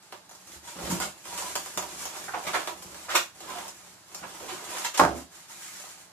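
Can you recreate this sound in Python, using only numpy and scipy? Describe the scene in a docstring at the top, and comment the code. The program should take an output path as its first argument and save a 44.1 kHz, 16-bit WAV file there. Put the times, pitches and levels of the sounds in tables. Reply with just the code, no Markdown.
"""A small, quiet room: a moulded polystyrene block is turned over and slid along a big cardboard box.
Its beads catch and slip on the card: a hiss, short scrapes and rubbery squeaks that ring the light foam.
Fingers tap it, the box booms when nudged, and the block is set down with one sharp knock.
Two close microphones hear it with short wall echoes and faint room noise."""
import sys
import numpy as np
from scipy import signal
from scipy.fft import rfft, irfft
from scipy.io import wavfile
from scipy.ndimage import uniform_filter1d

SR = 44100
rng = np.random.default_rng(int(sys.argv[2]) if len(sys.argv) > 2 else 0)


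def pcm_store(signal):
    """Save signal as 16-bit PCM."""
    levels = np.round(np.clip(np.atleast_2d(signal), -1, 1) * 32767)
    wavfile.write(sys.argv[1], SR, levels.astype(np.int16).T)


N = 270050
TIME = np.arange(N) / SR


# Hand strokes. Each row: start in seconds, speed-up in seconds, slow-down in seconds, hiss level in dB,
# foam body in dB over the hiss, box rumble in dB over the hiss.
STROKES = [(.29, 0.034, 0.14, -54.5, -21, -13), (.44, 0.1, 0.041, -44.5, -18, -13.5),
           (.61, 0.067, 0.11, -43.5, -8.5, -13.5), (.745, 0.076, 0.049, -41.5, 0.5, 0.5),
           (.8, 0.088, 0.21, -37.5, -3, -2.5), (1.06, 0.057, 0.39, -51, -8, -15),
           (1.227, 0.16, 0.18, -35.5, -6, -15.5), (1.43, 0.17, 0.39, -42, -11.5, -13),
           (1.82, 0.085, 0.048, -42.5, -3, -10), (1.93, 0.089, 0.11, -37, -9, -12.5),
           (2.08, 0.11, 0.15, -40, -3, -13), (2.3, 0.19, 0.24, -40, 2, -15),
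           (2.64, 0.19, 0.37, -45, -5, -9.5), (3.335, .05, .07, -47.5, -9, -16),
           (3.389, 0.14, 0.18, -41.5, 4, -9.5), (3.7, 0.1, 0.26, -52, -8.5, -15.5),
           (4.03, 0.26, 0.11, -46.5, -3.5, -12), (4.28, 0.25, 0.15, -42, -2, -10.5),
           (4.57, 0.039, 0.056, -42.5, 2.5, -21), (4.66, 0.085, 0.14, -35.5, -1, -17),
           (5.06, 0.039, 0.054, -49, 4.5, 14.5), (5.138, 0.013, 0.082, -41, -6.5, -1.5),
           (5.29, 0.034, 0.15, -49.5, -10, -34), (5.47, 0.032, 0.067, -44.5, -12.5, -36),
           (5.5, 0.16, 0.37, -42, -16, -20)]

def stroke_gains(speed_exponent=0.62, creep_db=(-55.5, -81, -66)):
    """Hiss, foam body and box rumble gains: they grow with speed, above a floor of creep in the grip."""
    power = undb(creep_db)[:, None] ** 2 * np.ones(N)
    for start, rise, fall, db, foam_db, box_db in STROKES:
        ramp = np.interp(TIME, [start, start + rise, start + rise + fall], [0, 1, 0])
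        speed = np.sin(np.pi / 2 * ramp)
        peak_gains = undb(db + np.array([[0], [foam_db], [box_db]]))
        power += (peak_gains * speed ** speed_exponent) ** 2
    return np.sqrt(power)


# Resonances of the block. Each row: frequency in Hz, width in Hz, relative level in dB.
FOAM_MODES = [(360, 39, -0.5), (593.6, 54, 5.5), (775.5, 74, 2), (956, 72, 7.5), (1230, 380, -2.5),
              (1770, 250, -1.5), (2800, 2520, -9.5)]
# Dragging beads. Each row: frequency in Hz, relative level in dB.
HISS_SPECTRUM = [(300, -36), (1200, -1), (2200, -2), (3200, -4), (5200, -2), (7100, 2.5), (8800, -2.5),
                 (11000, -5.5), (14500, -11)]

def sliding(hiss_gain, body_gain, grip_db=1.2):
    """Beads drag over card and skin under a slightly uneven grip: they hiss and shake the foam."""
    grip = undb(grip_db * wander(per_s=45))
    hiss = through(bead_slips(per_s=5000, spread_db=3.5) * hiss_gain * grip, colour(HISS_SPECTRUM))
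    body = through(bead_slips(per_s=900, spread_db=3) * body_gain * grip, resonances(FOAM_MODES))
    return hiss + body


def bead_slips(per_s, spread_db):
    """Countless tiny slips of uneven size; rms one."""
    size = undb(spread_db * np.minimum(rng.exponential(size=N), 5))
    slips = (rng.random(N) < per_s / SR) * size * rng.standard_normal(N)
    return slips / slips.std()


# Hard scrapes. Each row: start in seconds, swell in seconds, fade in seconds, slips per second,
# level in dB, crunch tilt in dB per octave, foam body in dB over the crunch.
SCRAPES = [(0.669, 0.0091, 0.03, 930, -38, -0.5, -4.5), (.893, 0.014, 0.031, 950, -24.5, 2, -6),
           (1.003, 0.021, 0.0092, 620, -23.5, -2.5, -5.5), (2.335, 0.009, 0.012, 320, -29.5, -8, -6),
           (2.454, 0.022, 0.0093, 360, -26.5, -6, -1), (2.527, 0.025, 0.0057, 363, -17.5, -7.5, -4.5),
           (2.672, 0.0068, .006, 510, -34, -6, -17), (3.08, 0.025, 0.043, 400, -28, -5, -7.5),
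           (3.12, 0.024, 0.016, 400, -27, -4.5, 3.5), (3.152, 0.0039, 0.01, 750, -11.5, -3.5, -12),
           (4.215, 0.023, 0.023, 260, -36, -10.5, -12), (4.472, 0.022, 0.046, 550, -33, -5.5, -5),
           (4.837, 0.015, 0.005, 870, -20, -2, -8.5), (4.936, 0.0094, 0.015, 720, -26, -2.5, -7),
           (4.971, 0.0063, 0.0074, 750, -17, -0.5, -6)]
# Tearing beads, before the tilt. Each row: frequency in Hz, relative level in dB.
CRUNCH_SPECTRUM = [(300, -25.5), (1200, 2.5), (2000, 3.5), (3000, 4.5), (5200, 4), (7100, 9.5), (8800, 3),
                   (11000, 0.5), (14500, -2)]

def scraping(decay_slips=0.17):
    """Under pressure the foam sticks and slips; each slip kicks the body and tears at the beads."""
    push, crunch = np.zeros((2, N))
    for start, swell, fade, per_s, db, tilt_db, body_db in SCRAPES:
        t = TIME[:int((swell + 2 * fade) * SR)]
        force = undb(db) * np.where(t < swell, t / swell, np.exp(-2 * (t - swell) / fade))
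        kicks, age_s, size = stick_slip(t, per_s, jitter=0.4, scatter_db=-1.5)
        tearing = size * np.exp(-age_s * per_s / decay_slips) * rng.standard_normal(len(t))
        timbre = colour([(hz, band_db + tilt_db * np.log2(hz)) for hz, band_db in CRUNCH_SPECTRUM])
        add(push, start, undb(body_db) * force * kicks / kicks.std())
        add(crunch, start, through(force * tearing / tearing.std(), timbre)[0])
    return through(push, resonances(FOAM_MODES)) + crunch


def stick_slip(t, per_s, jitter, scatter_db):
    """An uneven train of slips: the kicks, the time since the last one, and its size."""
    gap_draw, size_draw = rng.standard_normal((256, 2)).T
    slip_s = np.append(0, np.cumsum(np.exp(jitter * gap_draw[1:])) / per_s)
    latest = np.searchsorted(slip_s, t, side="right") - 1
    size = undb(scatter_db * size_draw[latest])
    kicks = np.diff(latest, prepend=-1) * size
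    return kicks, t - slip_s[latest], size


# Finger and corner taps. Each row: start in seconds, body level in dB, crack level in dB.
TAPS = [(0.124, -7.5, -29), (0.293, -22, -22), (0.312, -18.5, -23), (0.35, -23, -22), (1.001, 0, -3.5),
        (1.255, -12, -33), (1.554, 2, 1), (1.66, -9, -13), (1.7745, 3, -0.5), (1.825, -4.5, -13),
        (2.054, -7, -9), (2.168, -12.5, -12.5), (2.674, 1, -13), (2.823, -17.5, -13), (2.945, -12.5, -20),
        (3.152, 8.5, 3.5), (3.158, 2, -0.5), (3.405, -14, -20), (3.585, -6, -20), (3.681, -13.5, -11.5),
        (4.146, -13, -9.5), (4.403, -14, -27), (5.839, -14.5, -36)]

def tapping(touches, crush_s=0.0015, fracture_db=-3.5, crush_db=2):
    """Each tap or touch rings the foam and cracks: one bead snaps with a thin tick, then a few crush."""
    push, crush, fracture = np.zeros((3, N))
    t = TIME[:SR // 20]
    crush_shape = unit(np.sqrt(t) * np.exp(-t / crush_s))
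    for start, body_db, crack_db in list(TAPS) + touches:
        add(push, start, undb([body_db]))
        add(fracture, start, undb([crack_db + fracture_db]))
        add(crush, start, undb(crack_db + crush_db) * crush_shape)
    return through(push, resonances(FOAM_MODES)) + low_cut(fracture, hz=5000) + crushing(crush)


# Crushed beads. Each row: frequency in Hz, relative level in dB.
CRUSH_SPECTRUM = [(300, -17), (1200, -21), (2500, -2), (5000, 10.5), (7100, 13.5), (9500, 3), (14500, -7)]

def crushing(envelope):
    """Beads give way in a burst of bright noise."""
    return through(envelope * rng.standard_normal(N), colour(CRUSH_SPECTRUM))


def light_touches(hiss_gain, per_s=8, body_db=19, crack_db=15, scatter_db=2):
    """Fingers touch at random, firmer when the hiss is louder; rows as in TAPS."""
    hits = rng.random(N) < per_s / SR
    level_db = 20 * np.log10(hiss_gain) + scatter_db * rng.standard_normal(N)
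    return [(start, body_db + db, crack_db + db) for start, db in zip(TIME[hits], level_db[hits])]


# Squeaks and groans. Each row: start in seconds, length in seconds, first and last resonance in Hz,
# level in dB.
SQUEAKS = [(2.279, 0.0196, 1720, 1360, -34.5), (2.335, 0.018, 1428, 920, -28),
           (2.354, 0.0304, 915, 890, -34.5), (3.079, 0.069, 1297, 2130, -35), (4.401, 0.063, 554, 440, -44),
           (4.505, 0.042, 420, 362, -44), (5.143, 0.034, 510, 340, -46)]

def squeaking(cycles_per_slip=2.2, ring_cycles=1.3):
    """A corner chatters on the card; each slip twangs a resonance that glides with the pressure."""
    track = np.zeros(N)
    for start, length, first_hz, last_hz, db in SQUEAKS:
        t = TIME[:int(length * SR)]
        _, age_s, size = stick_slip(t, first_hz / cycles_per_slip, jitter=0.257, scatter_db=1.5)
        cycles = age_s * np.linspace(first_hz, last_hz, len(t))
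        twang = size * np.exp(-cycles / ring_cycles) * np.sin(2 * np.pi * cycles)
        twang = uniform_filter1d(twang, size=9)
        twang = (twang - twang.mean()) / twang.std()
        add(track, start, undb(db) * signal.windows.tukey(len(t), 0.3) * twang)
    return track


# Even rubs. Each row: start in seconds, length in seconds, first and last pitch in Hz, level in dB.
SINGING_RUBS = [(1.0, 0.051, 1470, 1470, -37), (1.291, 0.14, 960, 958, -46),
                (1.411, 0.12, 1011, 980, -47.5), (2.277, .028, 1640, 1530, -40),
                (3.146, 0.025, 959, 958, -25.5), (3.465, 0.085, 1020, 1018, -45),
                (3.543, 0.058, 704, 705, -47), (4.506, 0.055, 407, 350, -42.5),
                (4.841, 0.038, 934, 970, -39), (5.135, 0.078, 212, 289, -45)]

def singing(pitch_waver=0.013, flutter_db=2.5):
    """In an even rub the slips lock to one resonance of the foam, which sings with a fluttering tone."""
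    track = np.zeros(N)
    for start, length, first_hz, last_hz, db in SINGING_RUBS:
        n = int(length * SR)
        hz = np.linspace(first_hz, last_hz, n) * (1 + pitch_waver * wander(per_s=144)[:n])
        gain = undb(db + flutter_db * wander(per_s=105)[:n]) * signal.windows.tukey(n, 0.6)
        add(track, start, gain * np.sqrt(2) * np.sin(2 * np.pi * np.cumsum(hz) / SR))
    return track


# Clacks of the block landing and rocking, with one early echo. Each row: start in seconds, level in dB.
CLACKS = [(4.9955, 11), (4.9991, 17.5), (5.012, 1), (5.0374, 7), (5.051, 6.5)]
# One hollow clack. Each row: frequency in Hz, relative level in dB.
CLACK_SPECTRUM = [(40, -54), (120, -12.5), (250, -8), (480, -4), (750, 1), (1050, 1.5), (1450, -2),
                  (1800, -11.5), (3000, -21.5), (6000, -20.5), (14000, -36)]
# Modes of the block on the box. Each row: frequency in Hz, relative level in dB, T60 in seconds.
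LANDED_MODES = [(72.5, -36, 0.47), (119, -15, 0.19), (173.8, -15, 0.24), (281.4, -4.5, 0.28),
                (334, -7, .23), (388, -6, 0.11), (420, -11.5, 0.36), (484, -18, 0.3), (598, -6.5, 0.33),
                (696, -6.5, 0.38), (755, -2.5, 0.31), (905, -1.5, 0.23), (1037, 6.5, 0.095),
                (1256, 2, 0.094), (1356, -16, 0.09), (1510, -11, 0.16)]

def knocking(pitch_waver=0.017, build_s=0.0081, ring_db=14.5):
    """A quick run of hollow clacks; foam and box ring from the first, bent by the rocking load."""
    push, ringing = np.zeros((2, N))
    for start, db in CLACKS:
        add(push, start, undb([db]))
    t = TIME[:SR * 2 // 3]
    modes = 0
    for hz, db, t60 in LANDED_MODES:
        phase = rng.random()
        bent_hz = hz * (1 + pitch_waver * wander(per_s=115)[:len(t)])
        cycles = phase + np.cumsum(bent_hz) / SR
        modes += undb(db) * np.exp(-np.log(1000) * t / t60) * np.sin(2 * np.pi * cycles)
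    add(ringing, CLACKS[0][0], unit(modes * (1 - np.exp(-t / build_s))))
    clack = through(through(push, colour(CLACK_SPECTRUM)), room(wet_db=-1))
    lean_right = undb([[-0.3], [0.3]])
    return lean_right * (clack + undb(ring_db) * through(ringing, room(wet_db=-9.5)))


# Pushes on the box. Each row: start in seconds, level in dB, contact time in seconds.
NUDGES = [(.554, -7, 0.01), (0.781, -7, 0.0078), (.825, 5.5, .01), (.9, -2, 0.0015), (0.922, 5.5, 0.0023),
          (1.768, -11.5, 0.0023), (2.28, -15, 0.011), (2.465, -14.5, 0.0019), (2.569, -26, .002),
          (2.849, -8, .007), (4.217, -18, 0.002), (5.009, 5, 0.0023), (5.045, 3, 0.011)]
# Panel resonances. Each row: frequency in Hz, width in Hz, relative level in dB.
BOX_MODES = [(69.7, 5.1, -3), (118, 36, -6), (177, 20, 3.5), (291, 53, 1.5), (416, 840, -12)]
# Rubbed panels. Each row: frequency in Hz, relative level in dB.
RUMBLE_SPECTRUM = [(48, -14), (70, 2), (110, -12), (170, 2), (260, 0), (360, 1), (520, -2.5), (900, -14),
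                   (3000, -70)]

def booming(rumble_gain):
    """Pushes flex the wide cardboard panels, the softer the deeper; sliding makes them rumble."""
    push = np.zeros(N)
    for start, db, contact_s in NUDGES:
        contact = signal.windows.hann(int(contact_s * SR))
        add(push, start, undb(db) * contact / contact.sum())
    boom = through(push, resonances(BOX_MODES))
    rumble = through(bead_slips(per_s=450, spread_db=1) * rumble_gain, colour(RUMBLE_SPECTRUM))
    return through(boom + rumble, room(wet_db=-2.5))


# Room decay. Each row: frequency in Hz, T60 in seconds.
ROOM_T60 = [(80, 0.28), (250, 0.26), (500, 0.2), (1000, 0.23), (3000, 0.24), (7000, 0.24), (14000, 0.26)]

def wall_echoes(build_s=0.00073, alike_hz=1000, bass_likeness=0.57):
    """Wall echoes die away band by band at two close microphones, alike in the bass."""
    t = TIME[:SR * 2 // 3]
    hz = np.fft.rfftfreq(len(t), 1 / SR)
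    centres_hz = np.geomspace(60, 15000, 20)
    likeness = bass_likeness / (1 + (hz / alike_hz) ** 2)
    mid, side = rfft(rng.standard_normal((2, len(t))))
    field = mid * np.sqrt(1 + likeness) + np.array([side, -side]) * np.sqrt(1 - likeness)
    build = 1 - np.exp(-t / build_s)
    tail = 0
    for centre, weights in zip(centres_hz, np.eye(len(centres_hz))):
        band = curve_at(np.column_stack([centres_hz, weights]), hz)
        decay = np.exp(-np.log(1000) * t / curve_at(ROOM_T60, centre))
        tail += unit(irfft(field * band, len(t)) * build * decay) * np.sqrt(band.mean())
    return unit(tail)


def roaming_echoes(x, spots=8):
    """Contacts hop all over the big block, and each spot has its own pattern of wall echoes."""
    shares = np.array([wander(per_s=70) for _ in range(spots)])
    shares /= np.sqrt(np.sum(shares ** 2, axis=0))
    return sum(through(x * share, wall_echoes()) for share in shares)


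def near_wall(x, delay_s=0.0066, echo_db=-5.5):
    """The sound plus its first echo, off the wall beside the box."""
    return x + undb(echo_db) * np.pad(x, ((0, 0), (int(delay_s * SR), 0)))[:, :N]


def room(wet_db):
    """Response of direct sound plus echoes for a source that stays put."""
    response = undb(wet_db) * wall_echoes()
    response[:, 0] += 1
    return unit(mic_delay(response))


def mic_delay(x, samples=4):
    """Sound reaches the left microphone first."""
    return np.vstack([x[0], np.append(np.zeros(samples), x[-1, :-samples])])


# Room noise. Each row: frequency in Hz, relative level in dB.
AIR_SPECTRUM = [(18, -30), (30, -22), (119, 5.5), (337, -3.5), (485, -2.5), (754, 5.5), (2430, -6),
                (4900, -2.5), (6700, -17), (13200, -51), (15000, -44)]

def room_air():
    """The faint steady noise of the room."""
    noise = through(rng.standard_normal(N), colour(AIR_SPECTRUM))
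    return undb(-59) * through(noise, room(wet_db=2.5))


def undb(db):
    """Decibels to gain."""
    return 10 ** (np.asarray(db) / 20)


def unit(response):
    """Scale to an energy of one."""
    return response / np.sqrt(np.sum(response ** 2, axis=-1, keepdims=True))


def curve_at(points, hz):
    """Read (Hz, value) points on a log-frequency axis."""
    point_hz, value = np.transpose(points)
    return np.interp(np.log(np.maximum(hz, 1)), np.log(point_hz), value)


def add(track, start_s, sound):
    """Mix a sound into a track."""
    start = int(start_s * SR)
    part = sound[:len(track) - start]
    track[start:start + len(part)] += part


def through(x, response):
    """Pass a signal through a mono or stereo response."""
    return signal.fftconvolve(np.atleast_2d(x), np.atleast_2d(response), axes=1)[:, :N]


def colour(points, size=2048):
    """Minimum-phase response shaped by (Hz, dB) points."""
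    gain = undb(curve_at(points, np.fft.rfftfreq(size, 1 / SR)))
    cepstrum = irfft(np.log(gain))
    cepstrum[1:size // 2] *= 2
    cepstrum[size // 2 + 1:] = 0
    return unit(irfft(np.exp(rfft(cepstrum))))


def resonances(modes):
    """Response of damped modes; neighbours swing in opposite senses."""
    t = TIME[:SR // 2]
    response = 0
    for k, (hz, width_hz, db) in enumerate(modes):
        envelope = undb(db) * width_hz * np.exp(-np.pi * width_hz * t)
        response += (-1) ** k * envelope * np.cos(2 * np.pi * hz * t)
    return unit(response)


def wander(per_s):
    """Smooth random drift with a spread near one."""
    hold = int(SR / per_s)
    steps = np.repeat(rng.standard_normal(N // hold + 1), hold)
    return np.sqrt(2) * uniform_filter1d(uniform_filter1d(steps, hold), hold)[:N]


def low_cut(x, hz):
    """Second-order high-pass."""
    return signal.sosfilt(signal.butter(2, hz, "highpass", fs=SR, output="sos"), x)


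def scene():
    """The handled block and its echoes, its squeaks, the box, the knock and the quiet room."""
    hiss_gain, body_gain, rumble_gain = stroke_gains()
    rubs = sliding(hiss_gain, body_gain) + scraping()
    taps = tapping(light_touches(hiss_gain))
    near = mic_delay(undb(-10) * rubs + undb(-8.5) * near_wall(taps))
    echoes = roaming_echoes(undb(-2.5) * rubs + undb(-3.5) * taps)
    handling = low_cut(near + echoes, hz=140)  # the handling sounds carry little deep bass
    squeaks = through(squeaking(), room(wet_db=1)) + through(singing(), room(wet_db=-3.5))
    box = low_cut(booming(rumble_gain), hz=47.7)
    return handling + squeaks + box + knocking() + room_air()


# Microphone balance. Each row: frequency in Hz, left level in dB over the right.
LEFT_BIAS = [(60, -5), (130, -2.5), (300, -3), (1000, -4), (2000, -4.5), (4000, -1.5), (8000, 1),
             (12000, -2)]

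def record(dry, low_cut_hz=52, top_hz=14550, ceiling=0.86):
    """Each microphone colours the sound; the recorder rounds the peaks and cuts deep bass and top."""
    bias_db = curve_at(LEFT_BIAS, np.fft.rfftfreq(2 * N, 1 / SR))
    mic_gains = undb([bias_db / 2, -bias_db / 2])
    heard = irfft(rfft(dry, 2 * N) * mic_gains)[:, :N]
    rounded = ceiling * np.tanh(low_cut(heard, low_cut_hz) / ceiling)
    return signal.sosfilt(signal.ellip(10, 0.2, 90, top_hz, fs=SR, output="sos"), rounded)


dry = scene()
out = record(dry)
pcm_store(out)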